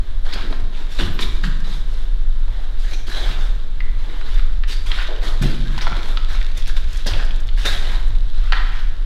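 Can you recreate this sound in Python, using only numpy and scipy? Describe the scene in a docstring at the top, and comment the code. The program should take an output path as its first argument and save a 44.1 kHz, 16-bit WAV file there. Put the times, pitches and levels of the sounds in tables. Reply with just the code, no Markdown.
"""Bare concrete building: slow footsteps over rubble, heard from a handheld camera.
Soles crush and drag grit, a dense train of tiny fractures. Plaster chips snap, heels thud,
and the hard rooms ring after each. Loose grit crackles on between strokes.
Underneath: bumps and deep rumble from the carried camera, and a faint steady hiss."""
import sys
import numpy as np
from scipy import signal
from scipy.fft import rfft, irfft, next_fast_len
from scipy.io import wavfile
from scipy.ndimage import uniform_filter1d, minimum_filter1d, map_coordinates

SR = 44100
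rng = np.random.default_rng(int(sys.argv[2]) if len(sys.argv) > 2 else 0)


def wav_out(sig):
    """Save sig, one row per channel (or a flat mono array), as 16-bit PCM at SR to the path in sys.argv[1]."""
    wavfile.write(sys.argv[1], SR, np.round(np.clip(np.atleast_2d(sig).T, -1, 1) * 32767).astype(np.int16))


N = 399105

# Levels are relative within each table.
# foot crushing grit: (time [s], level [dB], weight re level [dB], sand re level [dB])
FOOTFALLS = [(0.319, -33.5, -12, -17), (.984, -33, -3, -5.5), (1.186, -32.5, -3.5, -9.5),
             (1.429, -34, -14, -9), (5.413, -35, -23, -2), (5.807, -34.5, -4, -9.5),
             (5.954, -36.5, -2, -15), (7.058, -29.5, 0, -6), (7.648, -27.5, -5, -3.5)]
# sole dragging: (time [s], length [s], level [dB], weight re level [dB], sand re level [dB])
SOLE_DRAGS = [(.247, 0.078, -41.5, -2.5, -9), (0.345, 0.085, -38, -1, -15), (0.498, 0.021, -46.5, 5, -6),
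              (0.723, 0.096, -45, -2, -10.5), (1.005, 0.046, -38, -8, -7.5), (1.638, 0.12, -43.5, -3, -6),
              (1.873, .16, -52.5, -1, -3.5), (2.5, 0.15, -52, 1.5, -10), (2.794, 0.21, -54.5, 5.5, -3),
              (3.065, .13, -36.5, -5, -7), (3.197, 0.12, -35, -13, -12.5), (3.38, 0.085, -45.5, -1, -5.5),
              (3.983, 0.3, -48.5, 1, -11), (4.248, 0.14, -45.5, -12, -9), (4.902, 0.11, -31.5, -18, -17.5),
              (5.217, 0.073, -37.5, 1.5, -6), (5.435, 0.084, -39, -19, -11), (5.653, 0.16, -44.5, -12, -10),
              (6.016, 0.1, -46, 4.5, -4.5), (6.282, 0.063, -39.5, -1, -7.5), (7.082, 0.15, -39, -5.5, -16),
              (7.571, 0.11, -38, -7, -4.5), (7.68, 0.056, -33.5, -5, -7), (7.8, .15, -39, -3.5, -10.5),
              (8.335, 0.36, -45.5, -14, -12.5), (8.523, 0.054, -35.5, -14, -24),
              (8.715, 0.097, -41.5, -31, -14)]
# toe turning on fine sand: (time [s], length [s], level [dB])
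TOE_TWISTS = [(0.882, 0.14, -47.5), (1.201, 0.027, -36.5), (2.773, 0.086, -52.5), (2.862, 0.082, -48.5),
              (4.669, 0.069, -41.5), (4.854, 0.042, -44.5), (6.56, 0.045, -45.5), (6.667, 0.027, -44.5),
              (6.762, 0.013, -42.5), (6.863, 0.15, -50)]
# chip snapping underfoot: (time [s], peak [dB], pitch [Hz], sharp edge [dB])
CHIP_SNAPS = [(.336, -12.5, 4220, -3), (.527, -14.5, 597, -9), (0.99, -15.5, 1860, -5),
              (0.998, -14, 1540, -12), (1.191, -9, 1690, 7), (1.439, -11, 1750, -9),
              (2.48, -26.5, 620, -11), (3.805, -14.5, 1950, -16), (4.213, -21.5, 1400, -14),
              (4.395, -21.5, 1620, -12), (4.637, -13, 1760, -4), (4.917, -7.5, 3240, 6),
              (4.987, -12.5, 1470, -6), (4.998, -21, 1480, -2), (5.779, -14.5, 856, -1),
              (5.788, -15, 1730, -2), (5.81, -14, 3800, -8), (5.869, -8.5, 1013, -23),
              (5.877, -11.5, 840, -24), (5.921, -16.5, 900, -12), (5.928, -14, 1444, -21),
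              (6.173, -6, 1410, 3.5), (6.414, -17, 1960, -8), (6.768, -25, 3550, 3),
              (7.136, -11.5, 3050, -3), (7.308, -17.5, 3260, -7), (7.489, -16, 3500, 9),
              (7.775, -16, 1840, -10), (8.523, 0.5, 1500, 1.5), (8.525, -10.5, 800, -6),
              (8.532, -5.5, 1760, -13)]
# heel loading the floor or a loose board: (time [s], level [dB], pitch [Hz], nominal width [Hz], t60 [s])
HEEL_THUDS = [(.99, -30.5, 181, 198, 0.82), (1.432, -26.5, 159.4, 54, 0.39), (3.3, -41, 138, 26, 1.0),
              (5.085, -35.5, 533, 342, 0.57), (5.411, -20, 147, 91, 0.083), (5.413, -21, 132, 21, 0.38),
              (5.425, -25.5, 219, 171, 0.46)]
# grit squealing under a sole: (time [s], level [dB], pitch [Hz], nominal width [Hz], t60 [s])
GRIT_SQUEALS = [(.325, -32.5, 4770, 700, 0.19), (1.127, -49, 12300, 149, 0.13),
                (1.218, -17.5, 3620, 950, 0.073), (2.93, -42, 5860, 1100, 0.37),
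                (4.71, -36, 4660, 350, 0.38), (5.812, -29, 5230, 942, 0.12), (7.07, -23, 4740, 1300, 0.12)]
# sand grain bursting close by: (time [s], peak [dB])
SAND_TICKS = [(.3376, -25), (.603, -38), (1.6018, -36), (4.342, -37), (5.025, -30), (5.4236, -22),
              (5.78, -29), (6.331, -31), (6.575, -22.5), (6.676, -26), (6.93, -27.5), (6.9717, -23),
              (7.067, -19), (7.2494, -32), (7.3602, -34), (7.4024, -35), (7.4709, -35), (8.081, -38),
              (8.522, -27)]
# crackle under the standing foot, loudest by the doorway: (time [s], level [dB])
LOOSE_GRIT = [(0, -70), (1.2, -56), (2.2, -62.5), (3.8, -64.5), (5.55, -49.5), (5.8, -43.5), (6.5, -47.5),
              (8.2, -53.5), (9.05, -56.5)]
# hand bumping the camera: (time [s], level [dB], pitch [Hz], nominal width [Hz], t60 [s])
HAND_BUMPS = [(.62, -26.5, 75.6, 42, 0.26), (1.03, -24, 81, 52, 0.98), (5.91, -20.5, 65.6, 130, 0.095),
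              (6.84, -22.5, 60.7, 14, 0.52), (7.115, -20, 88.5, 12, 0.29), (7.69, -26.5, 64, 30, 0.55),
              (7.86, -24, 60, 37, 0.19), (8.09, -31.5, 86, 39, 0.34)]
# spectra: (frequency [Hz], density [dB])
SCRAPE_SPECTRUM = [(300, -18.5), (700, -7), (1100, -0.5), (1650, 5), (2100, -2), (2700, -12.5), (4000, -17),
                   (9000, -51)]  # coarse grit, midrange
WEIGHT_SPECTRUM = [(70, -28), (150, 1), (300, 4.5), (650, -0.5), (1000, -5.5), (2000, -54)]  # dull load of the foot
BITE_SPECTRUM = [(1200, -29), (2200, -6.5), (2900, -3), (3700, 3.5), (4600, -8), (6000, -23.5),
                 (9000, -32.5), (16000, -57)]  # hard edge of the grit
SAND_SPECTRUM = [(3000, -9), (4800, 5.5), (6000, 2), (8000, -3.5), (12500, -9.5), (16000, -22)]  # fine sand, treble
RUMBLE_SPECTRUM = [(4, -25.5), (9, 1), (17, 5.5), (28, -1), (40, -11.5), (52, -25), (72, -30), (90, -27),
                   (110, -38), (170, -50), (400, -100)]  # camera handling
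HISS_SPECTRUM = [(60, -49), (90, -17), (125, -5.5), (200, -1.5), (400, -5.5), (800, -11), (1200, -10),
                 (1700, -9.5), (2500, -18.5), (3700, -9), (4800, -21.5), (6500, -28.5), (12500, -36),
                 (16000, -41)]  # background hiss
# ring of the rooms: (frequency [Hz], t60 [s])
ROOM_DECAY = [(120, 2.05), (400, 1.36), (1500, 1.05), (4000, 0.83), (8000, 0.83), (15000, 0.63)]


def footwork(twist_mix_db=(1.5, -7.5, 6.5, 0.5)):
    """Sole pressure as four envelopes: scrape, weight, bite, sand. Overlapping strokes add in power."""
    crush = stroke(rise_s=0.0092, hold_s=0.013, t60_s=0.23)
    soles = [(s, db, crush, weight_db, sand_db) for s, db, weight_db, sand_db in FOOTFALLS]
    for s, length_s, db, weight_db, sand_db in SOLE_DRAGS:
        soles.append((s, db, drag(length_s), weight_db, sand_db))
    moves = []
    for s, db, pressure, weight_db, sand_db in soles:
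        bite_db = 3.5 + 0.26 * sand_db  # sandier spots bite harder
        moves.append((s, db, pressure, (0, weight_db, bite_db, sand_db)))
    for s, length_s, db in TOE_TWISTS:
        twist = stroke(rise_s=0.34 * length_s, hold_s=0.66 * length_s, t60_s=0.14)
        moves.append((s, db, twist, twist_mix_db))
    power = np.zeros((4, N))
    for s, db, pressure, mix_db in moves:
        for layer, layer_db in zip(power, mix_db):
            add(layer, s, (pressure * amp(db + layer_db)) ** 2)
    return np.sqrt(power)


def stroke(rise_s, hold_s, t60_s):
    """Sole pressure builds, holds, lets go."""
    t = np.arange(SR) / SR
    return np.minimum(t / rise_s, 1) * amp(-60 * np.maximum(t - rise_s - hold_s, 0) / t60_s)


def drag(length_s, catch_s=0.0047, catch_db=-3.5, lean_share=0.4):
    """A sole catches on rubble, leans in, slides, lifts."""
    lean = np.minimum(np.arange(SR) / SR / (lean_share * length_s), 1)
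    return stroke(catch_s, length_s - catch_s, t60_s=0.3) * amp(catch_db * (1 - lean))


def scuffs(scrape, weight, bite, sand):
    """Crushed grit: mid scrape, dull weight below, hard bite and fine sand above."""
    coarse = grains(per_s=2800, spread_db=3)
    medium = grains(per_s=2500, spread_db=1)
    fine = grains(per_s=11000, spread_db=4)
    crunch = scrape * colour(coarse, SCRAPE_SPECTRUM) + weight * colour(coarse, WEIGHT_SPECTRUM)
    crunch += bite * colour(0.5 * coarse + medium, BITE_SPECTRUM)
    fizz = sand * colour(fine, SAND_SPECTRUM)
    grit = mottle(crunch, depth_db=5) + mottle(fizz, depth_db=2.5)
    return grit * wander(depth_db=1.04, rate_hz=108.7)  # uneven grip


def grains(per_s, spread_db):
    """Random train of tiny fractures: most small, a few large."""
    size = amp(spread_db * np.minimum(rng.exponential(1, N), 4))
    return unit(size * rng.choice([-1, 1], N) * (rng.random(N) < per_s / SR))


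def mottle(x, depth_db, patch_hz=330, patch_s=0.03):
    """Each bit of grit rings at its own pitch: brief random peaks and dips in the spectrum."""
    hz, t, spectrum = signal.stft(x, SR, nperseg=512, noverlap=384)
    grid = np.array(np.meshgrid(hz / patch_hz, t / patch_s, indexing="ij"))
    spots = map_coordinates(rng.standard_normal((200, 900)), grid, order=1, mode="wrap")
    gain = unit(amp(depth_db * spots))
    return signal.istft(spectrum * gain, SR, nperseg=512, noverlap=384)[1][:N]


def chip_snaps(crumbs_db=-19.5, crumbs_t60_s=0.029, top_hz=4600, wall_gain=0.25):
    """A chip breaks in two stages and rings briefly; crumbs follow; a near wall echoes it."""
    t, out = np.arange(SR // 8) / SR, np.zeros(N)
    lowpass = signal.butter(N=6, Wn=top_hz, fs=SR, output="sos")
    for s, db, hz, edge_db in CHIP_SNAPS:
        force = rng.standard_normal(len(t)) * amp(crumbs_db - 60 * t / crumbs_t60_s)
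        force[0] = 1
        force[int(SR * rng.uniform(0.0012, 0.0028))] = 0.29  # second break
        ring = unit(resonate(force, hz, width_hz=356.8))
        edge = unit(resonate(resonate(force, 2870, width_hz=3600), 2840, width_hz=3400))
        snap = signal.sosfilt(lowpass, resonate(ring, 1760, width_hz=3300) + amp(edge_db) * edge)
        snap *= amp(db) / abs(snap).max()
        add(out, s, snap)
        add(out, s + rng.uniform(0.007, 0.009), wall_gain * snap)
    return out


def heel_thuds():
    """Heels excite low modes of the floor or a loose board."""
    return mode_clusters(HEEL_THUDS, rise_s=0.0033)


def grit_squeals():
    """Grit rubbed under a sole rings high and short."""
    return mode_clusters(GRIT_SQUEALS, rise_s=0.0047)


def sand_ticks(t60_s=0.045):
    """Single grains burst with a short bright spit."""
    t, out = np.arange(SR // 16) / SR, np.zeros(N)
    for s, db in SAND_TICKS:
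        spit = colour(rng.standard_normal(len(t)), SAND_SPECTRUM) * amp(-60 * t / t60_s)
        spit = resonate(spit, 8300, width_hz=9700)
        add(out, s, amp(db) * spit / abs(spit).max())
    return out


def grit_crackle(scrape, sand_db=-13, settle_db=-15, settle_s=0.086):
    """Sparse grains give way under the resting foot and settle after each stroke."""
    pops = grains(per_s=240, spread_db=4)
    pole = np.exp(-1 / (settle_s * SR))
    disturbed = np.sqrt(signal.lfilter([1 - pole], [1, -pole], scrape ** 2))
    resting = amp(np.interp(np.arange(N) / SR, *np.transpose(LOOSE_GRIT)))
    crackle = colour(pops, BITE_SPECTRUM) + amp(sand_db) * colour(pops, SAND_SPECTRUM)
    return np.hypot(resting, amp(settle_db) * disturbed) * mottle(crackle, depth_db=4.5)


def room_ring(x, build_s=0.013):
    """Dense reflections off bare walls; treble dies first."""
    hz, t, spectrum = signal.stft(rng.standard_normal(SR * 3 // 2), SR, nperseg=256)
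    decay = amp(-60 * t / at_hz(ROOM_DECAY, hz)[:, None])
    tail = signal.istft(spectrum * decay, SR, nperseg=256)[1]
    tail *= np.clip(np.arange(len(tail)) / SR / build_s - 0.5, 0, 1)
    return signal.fftconvolve(x, tail / np.linalg.norm(tail))[:N]


def hand_bumps():
    """The hand knocks the camera: low, dull rings."""
    return mode_clusters(HAND_BUMPS, rise_s=0.0069)


def camera_rumble(start_db=-13.5, growth_db_per_s=0.2138, soft_limit=0.85):
    """Deep handling noise; grows as the hand gets less steady."""
    rumble = colour(rng.standard_normal(N), RUMBLE_SPECTRUM)
    rumble /= np.sqrt(uniform_filter1d(rumble ** 2, size=SR // 10) + 0.06)  # evens the level
    rumble *= amp(start_db + growth_db_per_s * np.arange(N) / SR) * wander(depth_db=1.8, rate_hz=8)
    return rumble / (1 + (rumble / soft_limit) ** 4) ** 0.25


def hiss(level_db=-46):
    """Faint broadband noise with a slight flicker."""
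    noise = colour(rng.standard_normal(N), HISS_SPECTRUM)
    return amp(level_db) * noise * wander(depth_db=-0.8, rate_hz=10)


def mode_clusters(blows, rise_s):
    """Each blow excites close modes that decay together."""
    t, out = np.arange(SR) / SR, np.zeros(N)
    for s, db, hz, width_hz, t60_s in blows:
        band = resonate(rng.standard_normal(2 * SR), hz, 1.06 * width_hz)
        cluster = resonate(band, hz, 1.06 * width_hz)[SR:]
        envelope = np.minimum(t / rise_s, 1) * amp(-60 * t / t60_s)
        add(out, s, amp(db) * unit(cluster * envelope) * np.sqrt(np.mean(envelope ** 2)))
    return out


def wander(depth_db, rate_hz):
    """Randomly wandering gain, rms 1."""
    knots = rng.standard_normal(N // 20)
    return unit(amp(depth_db * np.interp(np.arange(N) * rate_hz / SR, np.arange(len(knots)), knots)))


def resonate(x, hz, width_hz):
    """Two-pole resonance."""
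    return signal.lfilter(*signal.iirpeak(hz, hz / width_hz, fs=SR), x)


def colour(x, spectrum):
    """Shapes x by a spectrum, rms 1."""
    size = next_fast_len(len(x))
    gain = amp(at_hz(spectrum, np.fft.rfftfreq(size, 1 / SR)))
    return unit(irfft(rfft(x, size) * gain, size)[:len(x)])


def at_hz(table, hz):
    """Table lookup on a log-frequency axis."""
    knots_hz, values = np.transpose(table)
    return np.interp(np.log(hz + 1), np.log(knots_hz + 1), values)


def amp(db):
    """dB to gain."""
    return 10 ** (np.asarray(db) / 20)


def unit(x):
    """Scales to rms 1."""
    return x / np.sqrt(np.mean(x ** 2) + 1e-20)


def add(mix, start_s, sound):
    """Mixes a sound in at start_s."""
    part = mix[round(start_s * SR):][:len(sound)]
    part += sound[:len(part)]


def scene():
    """Feet and debris, room ring, camera, hiss; mono."""
    scrape, weight, bite, sand = footwork()
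    grit = amp(-0.5) * scuffs(scrape, weight, bite, sand) + grit_squeals() + grit_crackle(scrape)
    chips = amp(-3) * chip_snaps()
    heels = amp(4) * heel_thuds()
    near = amp(-3.5) * sand_ticks() + hand_bumps()
    room = room_ring(amp(-6.5) * grit + amp(-6) * chips + amp(-8.5) * heels)
    return (grit + chips + heels + near + room + camera_rumble() + hiss())[None]


def record(dry, ceiling=0.96, cutoff_hz=15900):
    """Fast peak limiter, then low-pass."""
    gain = minimum_filter1d(ceiling / np.maximum(abs(dry), ceiling), size=801)
    limited = dry * uniform_filter1d(gain, size=801)
    lowpass = signal.firwin(511, cutoff_hz, window=("kaiser", 9), fs=SR)
    return signal.oaconvolve(limited, lowpass[None], "same")


dry = scene()
out = record(dry)
wav_out(out)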